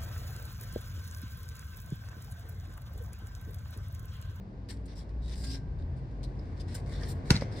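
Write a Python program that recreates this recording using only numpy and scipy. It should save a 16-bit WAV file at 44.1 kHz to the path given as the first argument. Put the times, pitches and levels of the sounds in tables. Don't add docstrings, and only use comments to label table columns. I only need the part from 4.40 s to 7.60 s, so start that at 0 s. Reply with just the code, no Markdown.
import sys
import numpy as np
from scipy import signal
from scipy.fft import rfft, irfft
from scipy.io import wavfile
from scipy.ndimage import uniform_filter1d

SR = 44100
rng = np.random.default_rng(int(sys.argv[2]) if len(sys.argv) > 2 else 0)


def generate_wav(sig):
    pcm = np.round(np.clip(np.atleast_2d(sig).T, -1, 1) * 32767).astype(np.int16)
    wavfile.write(sys.argv[1], SR, pcm)


N = 141120
LEAD = 512
PORT_LAG_S = .00009


def undb(db):
    return 10 ** (np.asarray(db) / 20)


def bin_hz(size):
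    return np.arange(size // 2 + 1) * SR / size + 1


def bell(hz, centre_hz, octaves):
    return np.exp(-(np.log2(hz / centre_hz) / octaves) ** 2)


def colour(x, table, extra_db=lambda hz: 0):
    hz, points = bin_hz(x.shape[-1]), np.array(table)
    db = np.interp(np.log(hz), np.log(points[:, 0]), points[:, 1])
    gain = undb(db) / np.sqrt(np.mean(undb(2 * db)))
    return irfft(rfft(x) * gain * undb(extra_db(hz)), x.shape[-1])


def dull(x, hz):
    return signal.sosfilt(signal.butter(2, hz, fs=SR, output="sos"), x)


def ports(mid, side):
    return np.array([mid + side, mid - side])


def lean_left(both, db):
    return both * undb(np.array([[db], [-db]]) / 2)


def add(out, x, start_s):
    i = int(round(start_s * SR))
    out[..., i:i + x.shape[-1]] += x[..., :N - i]


def walk(rate_hz):
    hold = int(SR / rate_hz)
    steps = np.repeat(rng.standard_normal(N // hold + 1), hold)
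    return 1.648 * uniform_filter1d(uniform_filter1d(steps, hold), hold)[:N]


def rings(t, modes):
    return sum(undb(db - 60 * t / t60) * np.sin(2 * np.pi * hz * t) for hz, db, t60 in modes)


def tone(t, table, waver):
    time_s, pitch_hz, level_db = np.array(table).T
    outside_s = np.maximum(time_s[0] - t, 0) + np.maximum(t - time_s[-1], 0)
    db = np.interp(t, time_s, level_db) - 150 * outside_s + 2 * walk(10)
    hz = np.interp(t, time_s, pitch_hz) * (1 + waver * walk(29.86))
    return np.sqrt(2) * undb(db) * np.sin(2 * np.pi * np.cumsum(hz) / SR)


ENGINE_HARMONICS = [3, 5, 6, 8, 10]
# time_s, cycle_hz, then level_db for each harmonic
ENGINE_RUN = [(0.0, 19, -59, -57.5, -59, -79, -53.5), (0.38, 19.9, -36.5, -50, -60, -53, -53.5),
              (0.56, 16.4, -43, -53.5, -52, -58, -60), (0.71, 18.5, -38.5, -44.5, -57, -65, -75),
              (0.77, 19.3, -33.5, -64, -51, -48, -55), (0.85, 19.1, -32.5, -55, -69, -54, -68),
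              (0.89, 19.6, -35.5, -72, -73, -51, -66), (0.99, 19.8, -38, -56, -71, -49, -59),
              (1.1, 21, -39.5, -72, -69, -51, -62), (1.29, 16.8, -48, -45.5, -64, -64, -52.5),
              (1.53, 16.5, -38, -38, -60, -38.5, -79), (1.6, 16, -48, -58, -56, -44, -59),
              (1.83, 16.15, -39, -52.5, -66, -46, -68), (2.31, 17.5, -51.5, -40.5, -41, -52.5, -64),
              (2.48, 17.3, -34, -46.5, -44, -48.5, -57), (2.57, 17.5, -40, -37, -62, -42, -73),
              (2.79, 17.1, -45, -41.5, -60, -45.5, -65), (2.84, 17.8, -40.5, -57, -64, -42.5, -52),
              (3.05, 18.0, -46, -35, -33.5, -41, -54), (3.2, 18.5, -59.5, -44, -48.5, -67, -73)]
def engine(t, waver=0.0061, flutter_db=2):
    time_s, cycle_hz, *levels_db = np.array(ENGINE_RUN).T
    turns = np.cumsum(np.interp(t, time_s, cycle_hz) * (1 + waver * walk(6.7))) / SR
    out = 0
    for multiple, db in zip(ENGINE_HARMONICS, levels_db):
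        rms = undb(np.interp(t, time_s, db) + flutter_db * walk(12))
        out += np.sqrt(2) * rms * np.sin(2 * np.pi * (multiple * turns + rng.random()))
    return out


# freq_hz, relative_db
TRAFFIC_MID_SPECTRUM = [(12, -52), (20, -28), (38, 1), (59, 2.5), (76, -5), (128, -4), (164, -10.5),
                        (337, -18.5), (367, -18.5), (398, -21), (457, -21), (1080, -35), (1350, -45),
                        (1550, -38.5), (2100, -42.5), (3100, -52.5), (4820, -50.5), (6500, -63),
                        (8500, -66), (15000, -91)]
TRAFFIC_SIDE_SPECTRUM = [(12, -38), (20, -4.5), (43, -3.5), (76, -8.5), (118, -11), (223, -25.5),
                         (286, -14), (398, -27.5), (525, -21), (1550, -28.5), (2100, -38.5), (5380, -47),
                         (15000, -77)]
# time_s, bass_gain_db, upper_gain_db
TRAFFIC_SWELL = [(0, -3, -0.5), (.6, -1.5, 1.5), (1.2, 5, 1.75), (1.8, 3, 3.5), (2.4, 3, 5.5),
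                 (2.9, 6, 8.5), (3.2, 1, 10.5)]
def traffic(t, mid_db=-42.5, side_db=-55.5, flicker_db=0.5, bass_below_hz=220):
    mid = undb(mid_db) * colour(rng.standard_normal(N), TRAFFIC_MID_SPECTRUM)
    side = undb(side_db) * colour(rng.standard_normal(N), TRAFFIC_SIDE_SPECTRUM)
    spectrum, octave = rfft(ports(mid, side)), np.log2(bin_hz(N))
    time_s, bass_db, upper_db = np.array(TRAFFIC_SWELL).T
    out = np.zeros((2, N))
    for centre in range(4, 15):
        band = irfft(spectrum * np.clip(1 - abs(octave - centre), 0, 1), N)
        swell_db = np.interp(t, time_s, bass_db if 2 ** centre < bass_below_hz else upper_db)
        out += band * undb(swell_db - flicker_db * walk(6.95))
    return out


# time_s, pitch_hz, level_db
STREET_HUM = [(0.249, 271.4, -57), (0.751, 278.1, -66.5), (0.902, 274, -64), (1.1, 270, -51),
              (1.347, 276, -57.5), (1.65, 283.8, -56), (1.9, 292, -57), (2.3, 293, -57.5)]
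def hum(t):
    return tone(t, STREET_HUM, waver=0.0193)


# freq_hz, relative_db
GRIT_MID_SPECTRUM = [(650, -7), (1100, -10), (1300, -11.5), (1550, -5.5), (2090, -3.5), (2400, -9.5),
                     (3180, -8), (3700, -2), (4960, -1.5), (5700, -6), (6400, -12.5), (6650, -34),
                     (6900, -13), (8000, -14), (9100, -11), (9600, -23.5), (11000, -30.5), (13000, -24.5),
                     (15500, -39)]
GRIT_SIDE_SPECTRUM = [(650, -31), (1100, -15.5), (1360, -15), (2140, -8), (3200, -10), (3800, -4),
                      (4900, -2), (5700, -5), (6400, -16), (6650, -23.5), (6900, -8), (8000, -12),
                      (9100, -9.5), (9600, -24), (11600, -25), (13000, -34.5), (15500, -27)]
def grit(mid, side, extra_db=lambda hz: 0, side_db=-2.5):
    return ports(colour(mid, GRIT_MID_SPECTRUM, extra_db),
                 undb(side_db) * colour(side, GRIT_SIDE_SPECTRUM, extra_db))


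# start_s, rise_s, length_s, level_db, swell_db (over the length),
# low_gain_db, high_gain_db, resonance_hz, resonance_db
SANDAL_SCUFFS = [(.288, 0.0015, 0.022, -52.5, 8, 1.5, 5.5, 4440, 0.5),
                 (0.316, 0.0078, 0.026, -67.5, -7, 12, 13, 5000, 2),
                 (0.364, .002, 0.0063, -77, -12, 5, 10, 5200, 5),
                 (0.456, .0013, 0.0056, -66, -1, -6, 13, 8650, 2.5),
                 (0.466, 0.017, 0.068, -64.5, 3, 4, -4, 4700, 0),
                 (0.55, .006, 0.042, -64, 10, -2, 6.5, 5300, 7),
                 (0.594, 0.0078, .035, -66, -6, 5.5, 4, 3500, 5),
                 (0.686, 0.0035, 0.023, -75.5, -1.5, 2, -2, 8450, 3),
                 (0.798, 0.036, .085, -65.5, 5, -8, 2, 3660, 4),
                 (0.878, 0.0055, .063, -57.5, 6.5, 1.5, 2.5, 4770, 0),
                 (.948, 0.0083, 0.088, -60, 1.5, -1.5, 10, 5000, 7),
                 (1.032, 0.013, 0.036, -51.5, -7.5, 0, 7.5, 5000, 3.5),
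                 (1.053, 0.02, 0.062, -54, 3, -5, 4, 4930, 8),
                 (1.105, 0.011, 0.051, -50, -2, -9, 2.5, 5400, 7),
                 (1.129, 0.012, 0.05, -57.5, -6, 4.5, -0.5, 3560, -2),
                 (1.384, 0.0038, 0.041, -72, -4, 5, -4, 3820, 7),
                 (1.561, 0.0072, 0.037, -78, -8, 10, 7, 4802, 8),
                 (1.706, 0.008, .016, -75, -14, -5, 4, 5000, -1),
                 (1.829, 0.0026, 0.015, -55.5, -.5, -8, 2, 4200, 6.5),
                 (1.988, 0.0023, 0.0091, -69.5, -4, 1, -9, 5050, 10),
                 (1.999, .01, 0.13, -78, 6, 12, -1, 4600, 2), (2.152, .02, .045, -68, 1, 9, -2, 4400, 0),
                 (2.193, 0.0064, 0.019, -58, 4, -15, 3.5, 5000, 2.5),
                 (2.264, .02, .07, -60.5, 4, 5.5, 2, 4770, -2),
                 (2.338, 0.013, .025, -48, -9, 1.5, 12, 7400, -1),
                 (2.366, .004, 0.037, -65.5, -10, 10, 7, 4660, 2),
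                 (2.448, 0.02, 0.08, -65, 8, 10.5, 5, 2120, 4),
                 (2.506, 0.033, 0.095, -57, -7.5, 6.5, -1, 3580, 6),
                 (2.599, 0.0087, 0.031, -59.5, 5, 9, 3, 1800, 8),
                 (2.629, 0.0052, .016, -48.5, -16, 8, -10, 5030, 3),
                 (2.644, 0.0058, 0.033, -57.5, 1, -1, 3.5, 1840, 10),
                 (2.676, 0.013, 0.045, -54, -3.5, 0, 11, 13000, 9),
                 (2.844, 0.013, 0.13, -58.5, 12, 9, 5, 4820, 0),
                 (3.005, 0.012, 0.03, -53.5, -10, 12, 0, 5600, 4.5),
                 (3.099, 0.028, 0.058, -61, -9, 8, 2.5, 5300, 4),
                 (3.151, 0.011, 0.051, -57, 10, 5, 1, 3740, 6.5)]
def scuffs(grains_per_s=261, scatter_db=1.5, ring_db=3, ring_spacing_hz=120.9,
           slab_t60_s=0.073, yard_db=-13.5, yard_t60_s=0.26):
    out, size = np.zeros((2, N)), 16384
    t = (np.arange(size) - LEAD) / SR
    for start_s, rise_s, length_s, db, swell_db, low_db, high_db, peak_hz, peak_db in SANDAL_SCUFFS:
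        grains = np.interp(t * grains_per_s, np.arange(300), rng.standard_normal(300))
        attack = np.clip(t / rise_s, 0, 1) ** 2
        drag = undb(db + swell_db * (np.clip(t / length_s, 0, 1) - .5) + scatter_db * grains)
        past_s = np.maximum(t - length_s, 0)
        tail = np.maximum(undb(-60 * past_s / slab_t60_s), undb(yard_db - 60 * past_s / yard_t60_s))
        mid, side = attack * drag * tail * rng.standard_normal((2, size))
        resonances = rng.standard_normal(400)

        def shape_db(hz):
            shelves = np.interp(hz, [2200, 2600, 6200, 7000], [low_db, 0, 0, high_db])
            ripple = ring_db * np.interp(hz / ring_spacing_hz, np.arange(resonances.size), resonances)
            return shelves + ripple + peak_db * bell(hz, peak_hz, octaves=0.13)

        add(out, lean_left(grit(mid, side, shape_db), db=1), start_s - LEAD / SR)
    return out


# start_s, pulse_db
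GRIT_TICKS = [(.2885, -35), (.3415, -44), (.3722, -43.5), (.3765, -49), (0.694, -45), (.8815, -37),
              (0.896, -34), (0.9584, -35), (1.04, -27), (1.424, -47), (1.8328, -49), (1.994, -49),
              (2.0565, -50), (2.074, -51), (2.179, -42), (2.2038, -43), (2.3535, -37), (2.38, -40),
              (2.4075, -49), (2.4627, -39), (2.6143, -33), (2.6375, -33), (2.645, -37), (3.0105, -29)]
def ticks():
    out, size = np.zeros((2, N)), 2048
    hz = np.fft.rfftfreq(size, 1 / SR)
    pulse = lambda late_s: irfft(np.exp(-2j * np.pi * hz * (LEAD / SR + late_s)), size)
    click = grit(pulse(0), pulse(PORT_LAG_S))
    for start_s, db in GRIT_TICKS:
        add(out, undb(db) * click, start_s - LEAD / SR)
    return out


# time_s, pitch_hz, level_db
STREET_WHINE = [(1.0, 1647, -91), (1.034, 1610, -67.5), (1.487, 1538, -75), (1.518, 1667, -87),
                (1.57, 1516, -83), (1.701, 1554, -91)]
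def whine(t):
    return tone(t, STREET_WHINE, waver=0.00644)


# start_s, level_db, pitch_hz, t60_s
SANDAL_SLAPS = [(2.6295, -43, 340, 0.012), (3.0223, -23, 543, 0.024)]
def slaps():
    out, t = np.zeros((2, N)), np.arange(4096) / SR
    for start_s, db, hz, t60 in SANDAL_SLAPS:
        modes = [(hz, db, t60), (hz * 1.6, db - 7, t60 * 0.34), (hz / 2.2, db - 3, t60)]
        add(out, rings(t, modes), start_s)
    return out


# freq_hz, relative_db
SKIN_MID_SPECTRUM = [(710, 0), (1200, -6.5), (1520, -2.5), (2090, 0), (3320, -10), (4240, -7), (5730, -4),
                     (6240, -8), (7810, -13), (9080, -12), (9990, -31), (13100, -26), (15500, -49)]
SKIN_SIDE_SPECTRUM = [(710, -19), (1200, 3), (1960, -7), (2430, -12), (3430, -11), (4070, -10), (4880, -9),
                      (5610, -1), (6650, -12), (8700, -6), (10100, -21), (12900, -21), (15500, -41)]
def skin_noise(envelope, extra_db=lambda hz: 0, level_db=-22, side_db=-2):
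    mid = colour(envelope * rng.standard_normal(envelope.size), SKIN_MID_SPECTRUM, extra_db)
    side = colour(envelope * rng.standard_normal(envelope.size), SKIN_SIDE_SPECTRUM, extra_db)
    return undb(level_db) * ports(mid, undb(side_db) * side)


# pitch_hz, peak_db
SKIN_SNAP = [(4460, -7.5), (8450, -30), (2140, -15.5), (13000, -41)]
def snap(t, late_s=.0009, half_width_s=.00045):
    port_t = t - late_s - np.array([[0], [PORT_LAG_S]])
    tones = sum(undb(db) * np.cos(2 * np.pi * hz * port_t) for hz, db in SKIN_SNAP)
    return np.exp(-(port_t / half_width_s) ** 2) * tones


# pitch_hz, level_db, t60_s
BALL_AIR_MODES = [(490, -33, 0.099), (815, -31, 0.079), (975, -29, 0.055), (1440, -27, 0.054),
                  (1860, -34, 0.09), (2073, -49, 0.72), (2065, -63, .5), (2630, -26.5, 0.028),
                  (3810, -33, 0.052), (4300, -29.5, 0.039)]
def crack(t, chatter_db, chatter_t60_s, air_db=0, rise_s=0.0018, fall_s=0.00055):
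    after = np.maximum(t, 0)
    spike = np.exp(np.where(t < rise_s, (t - rise_s) / rise_s, (rise_s - t) / fall_s))
    strike = skin_noise(spike)
    brighter_db = lambda hz: np.log2(np.clip(hz, 1000, 9000) / 3000)
    chatter = skin_noise((t > 0) * undb(chatter_db - 60 * after / chatter_t60_s), brighter_db)
    return strike + chatter + undb(air_db) * rings(after, BALL_AIR_MODES) + snap(t)


def thump(t, gain_db=1.2, late_s=0.00376, rise_s=0.007, fall_s=0.004,
          start_hz=218, end_hz=69.1, sag_s=0.0075):
    after = np.maximum(t - late_s, 0)
    turns = end_hz * after + (start_hz - end_hz) * sag_s * (1 - np.exp(-after / sag_s))
    envelope = (1 - np.exp(-after / rise_s)) * np.exp(-after / fall_s)
    return 2 * undb(gain_db) * envelope * np.sin(2 * np.pi * turns)


def yard_tail(t, gain_db=-12.5, rise_s=0.01, t60_s=0.37):
    after = np.maximum(t, 0)
    envelope = (1 - np.exp(-after / rise_s)) * undb(gain_db - 60 * after / t60_s)
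    return dull(skin_noise(envelope), hz=5670)


def slab_thud(t, late_s=0.011, pitch_hz=71.5, level_db=-15, t60_s=0.098):
    return rings(np.maximum(t - late_s, 0), [(pitch_hz, level_db, t60_s)])


# delay_s, crack_gain_db, thump_gain_db, favoured_hz
WALL_ECHOES = [(0.0362, -30, -12, 5500), (0.0405, -26, -15, 1500), (0.049, -21, -15.5, 650),
               (.051, -25, -20, 3900), (.0552, -20, -32, 2000), (0.0598, -18.5, -19.5, 3900),
               (0.069, -28, -40, 3570), (0.106, -30.5, -34, 5600)]
def bounce(start_s=2.9048, favour_db=10):
    out, size = np.zeros((2, N)), 16384
    t = (np.arange(size) - LEAD) / SR
    body = thump(t)
    landing = yard_tail(t) + crack(t, chatter_db=-2.5, chatter_t60_s=0.07) + body + slab_thud(t)
    add(out, landing, start_s - LEAD / SR)
    for delay_s, crack_db, thump_db, favoured_hz in WALL_ECHOES:
        wall_gain = undb(favour_db * bell(bin_hz(size), favoured_hz, octaves=0.25))
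        short_crack = crack(t, chatter_db=-3, chatter_t60_s=0.012, air_db=-6)
        reflected = dull(irfft(rfft(short_crack) * wall_gain, size), hz=11000)
        add(out, undb(crack_db) * reflected + undb(thump_db) * body, start_s + delay_s - LEAD / SR)
    return out


def scene():
    t = np.arange(N) / SR
    street = engine(t) + hum(t) + whine(t) + traffic(t)
    return street + scuffs() + ticks() + slaps() + bounce()


def record(dry, low_cut_hz=32.7, top_hz=15900):
    low_cut = signal.butter(1, low_cut_hz, "high", fs=SR, output="sos")
    top_cut = signal.ellip(8, .2, 70, top_hz, fs=SR, output="sos")
    return signal.sosfilt(top_cut, signal.sosfilt(low_cut, lean_left(dry, db=1.02)))


dry = scene()
out = record(dry)
generate_wav(out)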